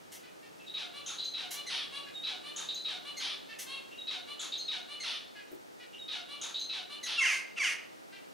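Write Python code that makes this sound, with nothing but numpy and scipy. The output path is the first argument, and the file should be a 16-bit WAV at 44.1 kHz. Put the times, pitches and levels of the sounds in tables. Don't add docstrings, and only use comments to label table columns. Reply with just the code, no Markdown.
import sys
import numpy as np
from scipy import signal
from scipy.fft import rfft, irfft
from scipy.io import wavfile

SR = 44100
rng = np.random.default_rng(int(sys.argv[2]) if len(sys.argv) > 2 else 0)


def generate_wav(signal):
    frames = np.transpose(np.atleast_2d(signal))
    scaled = np.clip(frames, -1, 1) * 32767
    pcm = np.round(scaled).astype(np.int16)
    wavfile.write(sys.argv[1], SR, pcm)


N = 367353
CUTOFF_HZ = 15750

# t/s, length/s, level/dB, attack/s, release/s, droop/(dB/s), f/Hz, sag/(Hz/s),
# lowest f/Hz, starting roughness/0-1, crack t/s, crack drop/Hz, tumble t/s, tumble drop/Hz
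BEG_CALLS = [(7.165, 0.25, -23, 0.037, .075, 59, 1428, 2757, 526.4, 0.03, .037, 204.7, .082, 225.4),
             (7.558, 0.18, -28, 0.049, 0.072, 20, 1432, 3400, 444, 0.76, 0.032, 110.8, .072, 270.2)]
# f/Hz, level/dB
BEG_COLOUR = [(500, -37), (1050, -13), (1450, -7.5), (2050, 1), (2800, 0), (3400, -11), (4100, -21.5),
              (4700, -4), (5200, -12.5), (6200, -3), (7400, -22), (8600, -13), (11000, -24), (15000, -40)]


def begging():
    out = np.zeros(N)
    for s, *call in BEG_CALLS:
        shape, gape = beg_shape(*call)
        add(out, s, syrinx(shape, BEG_COLOUR, jitter=.06, breathiness=.6, gape=gape, fray=.17))
    return out


def beg_shape(length_s, top_db, attack_s, release_s, droop_db_per_s, start_hz, sag_hz_per_s, lowest_hz,
              onset_rough, crack_s, crack_hz, tumble_s, tumble_hz):
    t = np.arange(round(length_s * SR)) / SR
    tumble_width_s, recover_s = .0112, .0072
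    cracked, tumbled = step(t, crack_s, width_s=.00063), step(t, tumble_s, tumble_width_s)
    pitch = np.maximum(start_hz - sag_hz_per_s * t - crack_hz * cracked - tumble_hz * tumbled, lowest_hz)
    pitch *= 1 + .013 * cracked * flutter(rate_hz=120, size=len(t))
    level_db = top_db + envelope(t, attack_s, release_s, fade_db=11.5, onset_db=31.5)
    level_db -= droop_db_per_s * t
    level_db -= 19 * cracked * np.exp(-np.abs(t - crack_s) / recover_s)
    level_db -= 5 * bump(t, tumble_s, tumble_width_s)
    late_rough = np.interp(pitch, [lowest_hz, start_hz], [.4, .18])
    roughness = (1 - cracked) * onset_rough + cracked * late_rough
    focus = (1 - cracked) * 1.55 + cracked * np.interp(t, [crack_s, length_s], [1.39, .75])
    early = t < tumble_s + tumble_width_s
    gape_hz, boost_db = np.where(early, 2, 4) * pitch, np.where(early, 4.5, 7.5)
    return np.column_stack([t, pitch, level_db, roughness, focus]), np.column_stack([t, gape_hz, boost_db])


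# t/s, level/dB, length factor, pitch factor
CHAK_NOTES = [(.738, -39, 1.12, 0.99), (1.336, -38.5, 1.2, 1.013), (2.232, -37.5, 1.13, 1.02),
              (2.846, -37, 1.07, 1.01), (4.069, -37.5, 1.07, 1.003), (4.679, -36.5, 1.01, 1.005),
              (6.080, -37.5, 1.11, 0.99), (6.692, -37, 1.1, 1.027)]
# f/Hz, level/dB
CHAK_COLOUR = [(500, -10.5), (750, -21.5), (1400, -6.5), (1900, -11), (2800, -2.5), (3400, -0.5),
               (3880, 2.5), (4450, -8.5), (6000, -14), (7500, -24.5), (10000, -27.5), (15000, -68)]
# t/s, f/Hz, level/dB
CHAK_BILL = [(0, 3900, 8.1), (.035, 3860, 1.3), (.05, 1570, 0.93), (.08, 750, 7), (.11, 720, 18.7)]


def chaks():
    shape = syllable(length_s=.11, start_hz=1288.4, end_hz=702.5, sag_hz_per_s=898, break_s=.033,
                     slide_s=.017, attack_s=.0098, release_s=.1, fade_db=12.5, top_db=.5, dip_db=2.5,
                     rough=(.46, .85, .37), focus=(2.04, 1.03))
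    return sing(CHAK_NOTES, shape, CHAK_COLOUR, jitter=.065, breathiness=.62, gape=CHAK_BILL)


# t/s, level/dB, length factor, pitch factor
TSIK_NOTES = [(1.061, -43, 1.16, 0.94), (2.561, -41.5, 1.07, 0.95), (4.393, -41.5, 1.05, 1.001),
              (6.413, -41.5, 1.12, 0.94)]
# f/Hz, level/dB
TSIK_COLOUR = [(600, -22), (1300, 8), (2200, -3.5), (3000, -1), (3700, 15.5), (4700, -4.5), (6000, -1),
               (6700, 11.5), (7450, -15.5), (8050, -37), (9800, -2), (15000, -45)]
# t/s, f/Hz, level/dB
TSIK_BILL = [(0, 6740, 3.7), (.01, 6900, 9.4), (.02, 3750, 8), (.032, 3700, 6), (.05, 1210, 2.8)]


def tsiks():
    shape = syllable(length_s=.09, start_hz=3435, end_hz=793, break_s=.015, slide_s=.017, attack_s=.0014,
                     release_s=.094, fade_db=14.5, top_db=3, rough=(.75, .923, .85), focus=(1.85, .99))
    return sing(TSIK_NOTES, shape, TSIK_COLOUR, jitter=.075, breathiness=.7, gape=TSIK_BILL)


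# t/s, level/dB, length factor, pitch factor
RASP_NOTES = [(1.663, -38, 1.016, 0.97), (3.168, -38.5, 1.015, 0.99), (5.000, -38.5, 1.01, 1.001),
              (7.029, -38, 0.97, 0.94)]
# f/Hz, level/dB
RASP_COLOUR = [(600, -12), (1250, -4.5), (1700, -3.5), (2150, -2.5), (3500, 4.5), (4300, 0.5), (5500, -2),
               (6400, -15), (7400, -22), (10000, -10.5), (15000, -111)]
# t/s, f/Hz, level/dB
RASP_BILL = [(0, 6560, 14), (.02, 6350, 6.5), (.036, 3900, 0.92), (.08, 3500, 4), (.16, 3450, 3.8)]


def rasps():
    shape = syllable(length_s=.18, start_hz=2158, end_hz=563, sag_hz_per_s=4500, break_s=.029,
                     slide_s=.031, attack_s=.026, release_s=.087, fade_db=8.5, top_db=-1, dip_db=7.5,
                     rough=(.33, .81, .363), focus=(.87, 1.265))
    return sing(RASP_NOTES, shape, RASP_COLOUR, jitter=.1074, breathiness=.21, gape=RASP_BILL)


# t/s, level/dB, length factor, pitch factor
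WHISTLE_NOTES = [(.662, -48, 1.2, 1.01), (2.137, -39.5, 1.17, 0.99), (3.979, -43.5, 1.07, 1.001),
                 (5.988, -45.5, 1.2, 0.99)]
# t/s, level/dB, length factor, pitch factor
SQUEAK_NOTES = [(.677, -45, 0.53, .98), (1.183, -36.5, 1.3, 1.02), (2.686, -34, 0.89, 0.99),
                (4.519, -34, 1.07, 0.98), (6.542, -35.5, 1.18, 1.003)]
# t/s, level/dB, length factor, pitch factor
WHEEP_NOTES = [(1.250, -36, 0.86, 0.98), (2.754, -38, 1.47, 0.97), (4.593, -39.5, 1.35, 1.018),
               (6.609, -36, 0.93, 0.99)]
# t/s, level/dB, length factor, pitch factor
CHIRP_NOTES = [(.594, -53.5, 1.03, 0.93), (3.910, -50.5, 1.33, 0.98), (5.928, -49, 1.02, 1.02)]
# f/Hz, level/dB
CLEAR_COLOUR = [(1500, -27), (2500, -6), (3000, 4), (3900, -3), (4400, -19), (5200, -32), (7600, -36),
                (12000, -55)]


def whistling():
    chirp = syllable(length_s=.06, start_hz=2810, end_hz=2910, break_s=.04, slide_s=.008, attack_s=.013,
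                     release_s=.005, fade_db=3, top_db=-1.5, dip_db=10, rough=(.6, .65, .5))
    whistle = syllable(length_s=.057, start_hz=3870, end_hz=3770, break_s=0, slide_s=.014,
                       attack_s=.053, release_s=.018, fade_db=18, top_db=2, rough=(.05, .059, .06))
    squeak = syllable(length_s=.051, start_hz=3810, end_hz=3860, break_s=.014, slide_s=.017,
                      attack_s=.0031, release_s=.03, fade_db=9, top_db=-.5, rough=(.54, .5, .68))
    wheep = syllable(length_s=.089, start_hz=4104, end_hz=4190, break_s=.028, slide_s=.026,
                     attack_s=.0089, release_s=.081, fade_db=20, rough=(.46, .31, .3))
    out = sing(WHISTLE_NOTES, whistle, CLEAR_COLOUR, jitter=.11, breathiness=1.6, beat_hz=36.7, twin=.58)
    out += sing(SQUEAK_NOTES, squeak, CLEAR_COLOUR, jitter=.0725, breathiness=.22,
                beat_hz=102.3, twin=.69)
    out += sing(WHEEP_NOTES, wheep, CLEAR_COLOUR, jitter=.06, breathiness=.24, beat_hz=92.6, twin=.39)
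    return out + sing(CHIRP_NOTES, chirp, CLEAR_COLOUR, jitter=.071, breathiness=.67)


# t/s, level/dB, length factor, pitch factor
PIP_NOTES = [(1.241, -46.5, 1.34, 0.95), (1.668, -59, .8, .985), (2.744, -42, 0.57, 0.97),
             (3.168, -46.5, 1.5, .98), (4.578, -45.5, 1.18, 0.96), (6.594, -44.5, 1.37, 0.95),
             (7.035, -42, 1.06, 0.97)]
# f/Hz, level/dB
PIP_COLOUR = [(4500, -23), (6200, -6), (6700, -23), (8000, -25), (14000, -38)]


def pips():
    shape = syllable(length_s=.069, start_hz=6700, end_hz=6560, break_s=.0117, slide_s=.024,
                     attack_s=.0071, release_s=.068, fade_db=27.5, top_db=2.5, rough=(.3, .33, .23))
    return sing(PIP_NOTES, shape, PIP_COLOUR, jitter=.065, breathiness=.67)


# t/s, level/dB, length factor, pitch factor
CAW_NOTES = [(.935, -47, 0.93, 0.98), (1.540, -45.5, 0.98, 0.99), (1.922, -42.5, 1.06, 0.96),
             (2.435, -46, 0.98, 1.0), (3.048, -45, 0.79, 0.99), (3.665, -44, 1.45, .92),
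             (4.272, -46, 0.88, 0.99), (4.885, -46, .95, 1.0), (6.285, -46, 1, 0.98),
             (6.895, -45, .88, 1.0)]
# f/Hz, level/dB
CAW_COLOUR = [(590, -15.5), (1170, -5.5), (1750, -13), (2350, -7), (2950, 2.5), (3550, -3), (4160, 0.5),
              (4800, -17), (7500, -29), (9500, -18), (15000, -60)]
# t/s, f/Hz, level/dB
CAW_BILL = [(0, 1160, 7.4), (.035, 4350, 1.3), (.065, 2950, 8.4), (.11, 2900, 3)]


def caws():
    shape = syllable(length_s=.1, start_hz=568, end_hz=566, sag_hz_per_s=-650, break_s=.045, slide_s=.08,
                     attack_s=.05, release_s=.045, fade_db=14, rough=(.16, .12, .3), focus=(.8, 1.05))
    return sing(CAW_NOTES, shape, CAW_COLOUR, jitter=.083, breathiness=1.94, gape=CAW_BILL)


# t/s, level/dB, length factor, pitch factor
MUTTER_NOTES = [(.230, -55.5, 0.66, 1.2), (.422, -57, 0.65, 1.1), (2.065, -49, 0.41, 1.001),
                (3.488, -46, 0.81, 1.07), (5.352, -49.5, 0.87, 1.001), (5.797, -50.5, 0.7, 1.17),
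                (8.122, -50.5, 0.79, 0.95)]
# f/Hz, level/dB
MUTTER_COLOUR = [(450, -23), (1080, -27), (1650, 5), (2150, -1), (2700, 3.5), (3250, -4), (3800, -4),
                 (4400, -5), (6000, -18.5), (14000, -44)]


def mutters():
    shape = syllable(length_s=.065, start_hz=417, end_hz=392, break_s=.04, slide_s=.02, attack_s=.018,
                     release_s=.04, fade_db=3, top_db=-2.5, rough=(.28, .3, .4), focus=(.95, 1.2))
    return sing(MUTTER_NOTES, shape, MUTTER_COLOUR, jitter=.085, breathiness=.68)


def syllable(length_s, start_hz, end_hz, break_s, slide_s, attack_s, release_s, fade_db, rough,
             sag_hz_per_s=0, top_db=0, dip_db=0, focus=(1, 1)):
    t = np.linspace(0, length_s, round(length_s * SR) // 16)
    held_hz = start_hz - sag_hz_per_s * np.minimum(t, break_s)
    pitch = end_hz + (held_hz - end_hz) * np.exp(-np.maximum(t - break_s, 0) / slide_s)
    level_db = top_db + envelope(t, attack_s, release_s, fade_db, onset_db=8)
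    level_db -= dip_db * bump(t, break_s, width_s=.0097)
    broken = step(t, break_s, width_s=.0062)
    roughness = rough[0] + broken * (np.interp(t, [break_s, length_s], rough[1:]) - rough[0])
    bill_focus = focus[0] + broken * (focus[1] - focus[0])
    return np.column_stack([t, pitch, level_db, roughness, bill_focus])


def sing(notes, shape, throat, jitter, breathiness, gape=None, beat_hz=0, twin=0):
    out = np.zeros(N)
    for s, level_db, stretch, transpose in notes:
        varied = shape * [stretch, transpose, 1, 1, 1] + [0, 0, level_db, 0, 0]
        add(out, s, syrinx(varied, throat, jitter, breathiness, gape))
        if twin:
            add(out, s, -twin * syrinx(varied + [0, beat_hz, 0, 0, 0], throat, jitter, breathiness))
    return out / np.sqrt(1 + twin ** 2)


def syrinx(shape, throat, jitter, breathiness, gape=None, fray=0,
           gape_width_hz=380, lowest_hz=560, shimmer=.43, flutter_hz=650, edge_s=.0015):
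    t = np.arange(shape[0][0], shape[-1][0], 1 / SR)
    pitch, level_db, rough, focus = along(shape, t)
    rough, focus = np.clip(rough, 0, 1), np.clip(focus, 0, 3)
    shaky_pitch = pitch * (1 + jitter * rough * flutter(flutter_hz, len(t)))
    phase = 2 * np.pi * np.cumsum(shaky_pitch) / SR
    orders = np.arange(1, CUTOFF_HZ // pitch.min() + 1)[:, None]
    gains = response(throat, orders * pitch) ** focus
    if gape is not None:
        gape_hz, boost_db = along(gape, t)
        gains = gains * from_db(boost_db / (1 + ((orders * pitch - gape_hz) / gape_width_hz) ** 2))
    lags = rng.uniform(0, 2 * np.pi, orders.shape) * (orders > 1)
    lags = lags + fray * np.clip(orders - 3, 0, 6) * flutter(flutter_hz, len(t))
    tone = (gains * np.sin(orders * phase + lags)).sum(0) / np.sqrt((gains ** 2).sum(0) / 2 + 1e-20)
    tone *= 1 + shimmer * rough * flutter(flutter_hz, len(t))
    closed = np.clip(focus - 1, 0, 1)
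    hiss = np.sqrt(1 - closed) * noise(throat, len(t))
    hiss += np.sqrt(closed) * noise(np.array(throat) * [1, 2], len(t))
    hiss = rms_one(hiss * (2 + np.cos(phase)))
    air = np.clip(breathiness * rough, 0, 1)
    edges = np.clip(np.minimum(t - t[0], t[-1] - t) / edge_s, 0, 1)
    voice = from_db(level_db) * edges * (np.sqrt(1 - air ** 2) * tone + air * hiss)
    return filtered(voice, 4, lowest_hz, "high")


# t/s, level/dB, length/s
BILL_SNAPS = [(0.117, -47, 0.036), (1.505, -38.5, 0.036), (3.586, -40, 0.033)]
# f/Hz, level/dB
SNAP_HISS = [(530, -29), (900, -13), (1400, -16.5), (2150, 0.5), (2450, -18), (2760, -1), (4490, -8),
             (6050, -1), (7770, -6), (11500, -5.5), (15500, -14)]


def snaps(rise_s=.0051):
    out, t = np.zeros(N), np.arange(SR // 5) / SR
    for s, level_db, length in BILL_SNAPS:
        burst = (1 - np.exp(-t / rise_s)) * np.exp(-(t / length) ** 2)
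        add(out, s, from_db(level_db) * noise(SNAP_HISS, len(t)) * burst)
    return out


# f/Hz, level/dB, time to fade 60 dB/s
KNOCK_TONES = [(284, -9, 0.077), (378, 6.5, 0.046), (438, -16, .06), (512, -8, 0.087), (643, -12, 0.12)]
# f/Hz, level/dB
TICK_COLOUR = [(700, 6), (2000, 1), (6000, -18), (13000, 0), (15500, 4)]


def knock(at_s=5.516, tick_s=.0056):
    out, t = np.zeros(N), np.arange(SR // 2) / SR
    body = sum((-1) ** k * from_db(db - 60 * t / t60) * np.sin(2 * np.pi * hz * t)
               for k, (hz, db, t60) in enumerate(KNOCK_TONES))
    tick = noise(TICK_COLOUR, len(t)) * np.exp(-t / tick_s)
    add(out, at_s, from_db(-52.5) * body + from_db(-50) * tick)
    return out


# t/s, level/dB, left minus right/dB
WALL_ECHOES = [(.0065, -11, 13.5), (0.0174, -9, -7.5), (0.03, -4, 1), (.052, -19.5, -1), (.074, -16.5, 2)]
# f/Hz, level/dB, time to fade 60 dB/s, stereo width/dB
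ECHO_TAIL = [(417, 8.5, 0.16, 0), (1240, -3.5, 0.66, -0.5), (2520, -1.5, 0.42, -6), (3900, -4, 0.63, -12.5),
             (7200, -4.5, 0.33, -7), (14100, -9, 0.28, 4.5)]


def garden(x, wet_db, build_s=.0089):
    t, paths = np.arange(SR) / SR, np.zeros((2, SR))
    edges = np.geomspace(150, CUTOFF_HZ, 13)
    build_up = 1 - np.exp(-(t / build_s) ** 2)
    for low, high in zip(edges, edges[1:]):
        hz = np.sqrt(low * high)
        mid, side = filtered(rng.standard_normal((2, SR)), 2, [low, high], "band")
        decay = np.exp(-np.log(1000) * t / at_hz(ECHO_TAIL, hz, column=2)) * build_up
        spread = mid + from_db(at_hz(ECHO_TAIL, hz, column=3)) * side * [[1], [-1]]
        paths += from_db(at_hz(ECHO_TAIL, hz)) * spread * decay / np.linalg.norm(decay)
    for delay, level_db, pan_db in WALL_ECHOES:
        paths[:, round(delay * SR)] += from_db([level_db + pan_db / 2, level_db - pan_db / 2])
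    return x + from_db(wet_db) * signal.fftconvolve(x[None], paths, axes=1)[:, :N]


# f/Hz, level/dB
SHARED_COLOUR = [(15, -55), (25, -34), (99, -14), (173, -8.5), (246, -5), (313, -1.5), (666, -5),
                 (804, -5.5), (945, -9), (1110, -13.5), (1200, -8), (1450, -10), (3630, -13), (5730, -14.5),
                 (15500, -25)]
# f/Hz, level/dB
OPPOSITE_COLOUR = [(15, -70), (25, -56), (129, -19), (160, -20), (188, -12.5), (221, -15), (260, -11.5),
                   (469, -11.5), (582, -13.5), (848, -16.5), (1200, -21.5), (1340, -21), (3930, -34),
                   (6050, -40), (15500, -47.5)]
# t/s, shared level/dB, opposite level/dB
HUSH_LEVELS = [(0, -59.5, -53), (2, -57.5, -51), (4, -58.5, -51), (5.7, -60, -52), (8.33, -59, -51)]
# f/Hz, level/dB
RUMBLE_COLOUR = [(60, -39), (95, -1), (125, -29), (165, 6.5), (200, -7), (300, -46), (600, -52)]
# t/s, level/dB
RUMBLE_LEVELS = [(0, -72), (1, -75), (2, -76), (3.2, -76.5), (4.2, -97), (8.33, -97)]


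def hush():
    t = np.arange(N) / SR
    shared_db, opposite_db = along(HUSH_LEVELS, t)
    rumble = from_db(along(RUMBLE_LEVELS, t)[0]) * noise(RUMBLE_COLOUR, N)
    shared = from_db(shared_db) * noise(SHARED_COLOUR, N)
    opposite = from_db(opposite_db) * noise(OPPOSITE_COLOUR, N) * [[1], [-1]]
    return shared + opposite + rumble


def envelope(t, attack_s, release_s, fade_db, onset_db):
    rise = np.clip(1 - t / attack_s, 0, 1) ** 2
    fall = np.clip(1 - (t[-1] - t) / release_s, 0, 1)
    return -onset_db * rise - fade_db * fall


def step(t, at_s, width_s):
    return .5 + .5 * np.tanh((t - at_s) / width_s)


def bump(t, at_s, width_s):
    return np.exp(-((t - at_s) / width_s) ** 2)


def from_db(db):
    return 10 ** (np.asarray(db) / 20)


def rms_one(x):
    return x / np.sqrt(np.mean(x ** 2) + 1e-20)


def along(rows, t):
    s, *columns = np.transpose(rows)
    return [np.interp(t, np.sort(s), c) for c in columns]


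def at_hz(points, hz, column=1):
    points = np.array(points)
    return np.interp(np.log(hz + 1e-9), np.log(points[:, 0]), points[:, column])


def response(points, hz):
    return from_db(at_hz(points, hz)) * np.minimum(hz / points[0][0], 1) ** 2 * (hz < .45 * SR)


def noise(points, size):
    padded = max(size, SR // 2)
    spectrum = rfft(rng.standard_normal(padded)) * response(points, np.fft.rfftfreq(padded, 1 / SR))
    return rms_one(irfft(spectrum, padded))[:size]


def filtered(x, order, hz, kind):
    return signal.sosfilt(signal.butter(order, hz, kind, fs=SR, output="sos"), x)


def flutter(rate_hz, size):
    return rms_one(filtered(rng.standard_normal(SR), 2, rate_hz, "low"))[SR // 4:][:size]


def add(track, s, sound):
    start = max(round(s * SR), 0)
    track[start:start + len(sound)] += sound[:N - start]


def scene():
    hoarse = chaks() + tsiks() + rasps() + caws() + mutters()
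    birds = garden(hoarse + snaps() + knock(), wet_db=.86)
    birds += garden(from_db(-.5) * (whistling() + pips()), wet_db=-3)
    birds += garden(begging(), wet_db=-3.5) * from_db([[.15], [1.44]])
    return birds + hush()


def record(dry):
    return signal.sosfilt(signal.ellip(12, .1, 70, CUTOFF_HZ, fs=SR, output="sos"), dry)


dry = scene()
out = record(dry)
generate_wav(out)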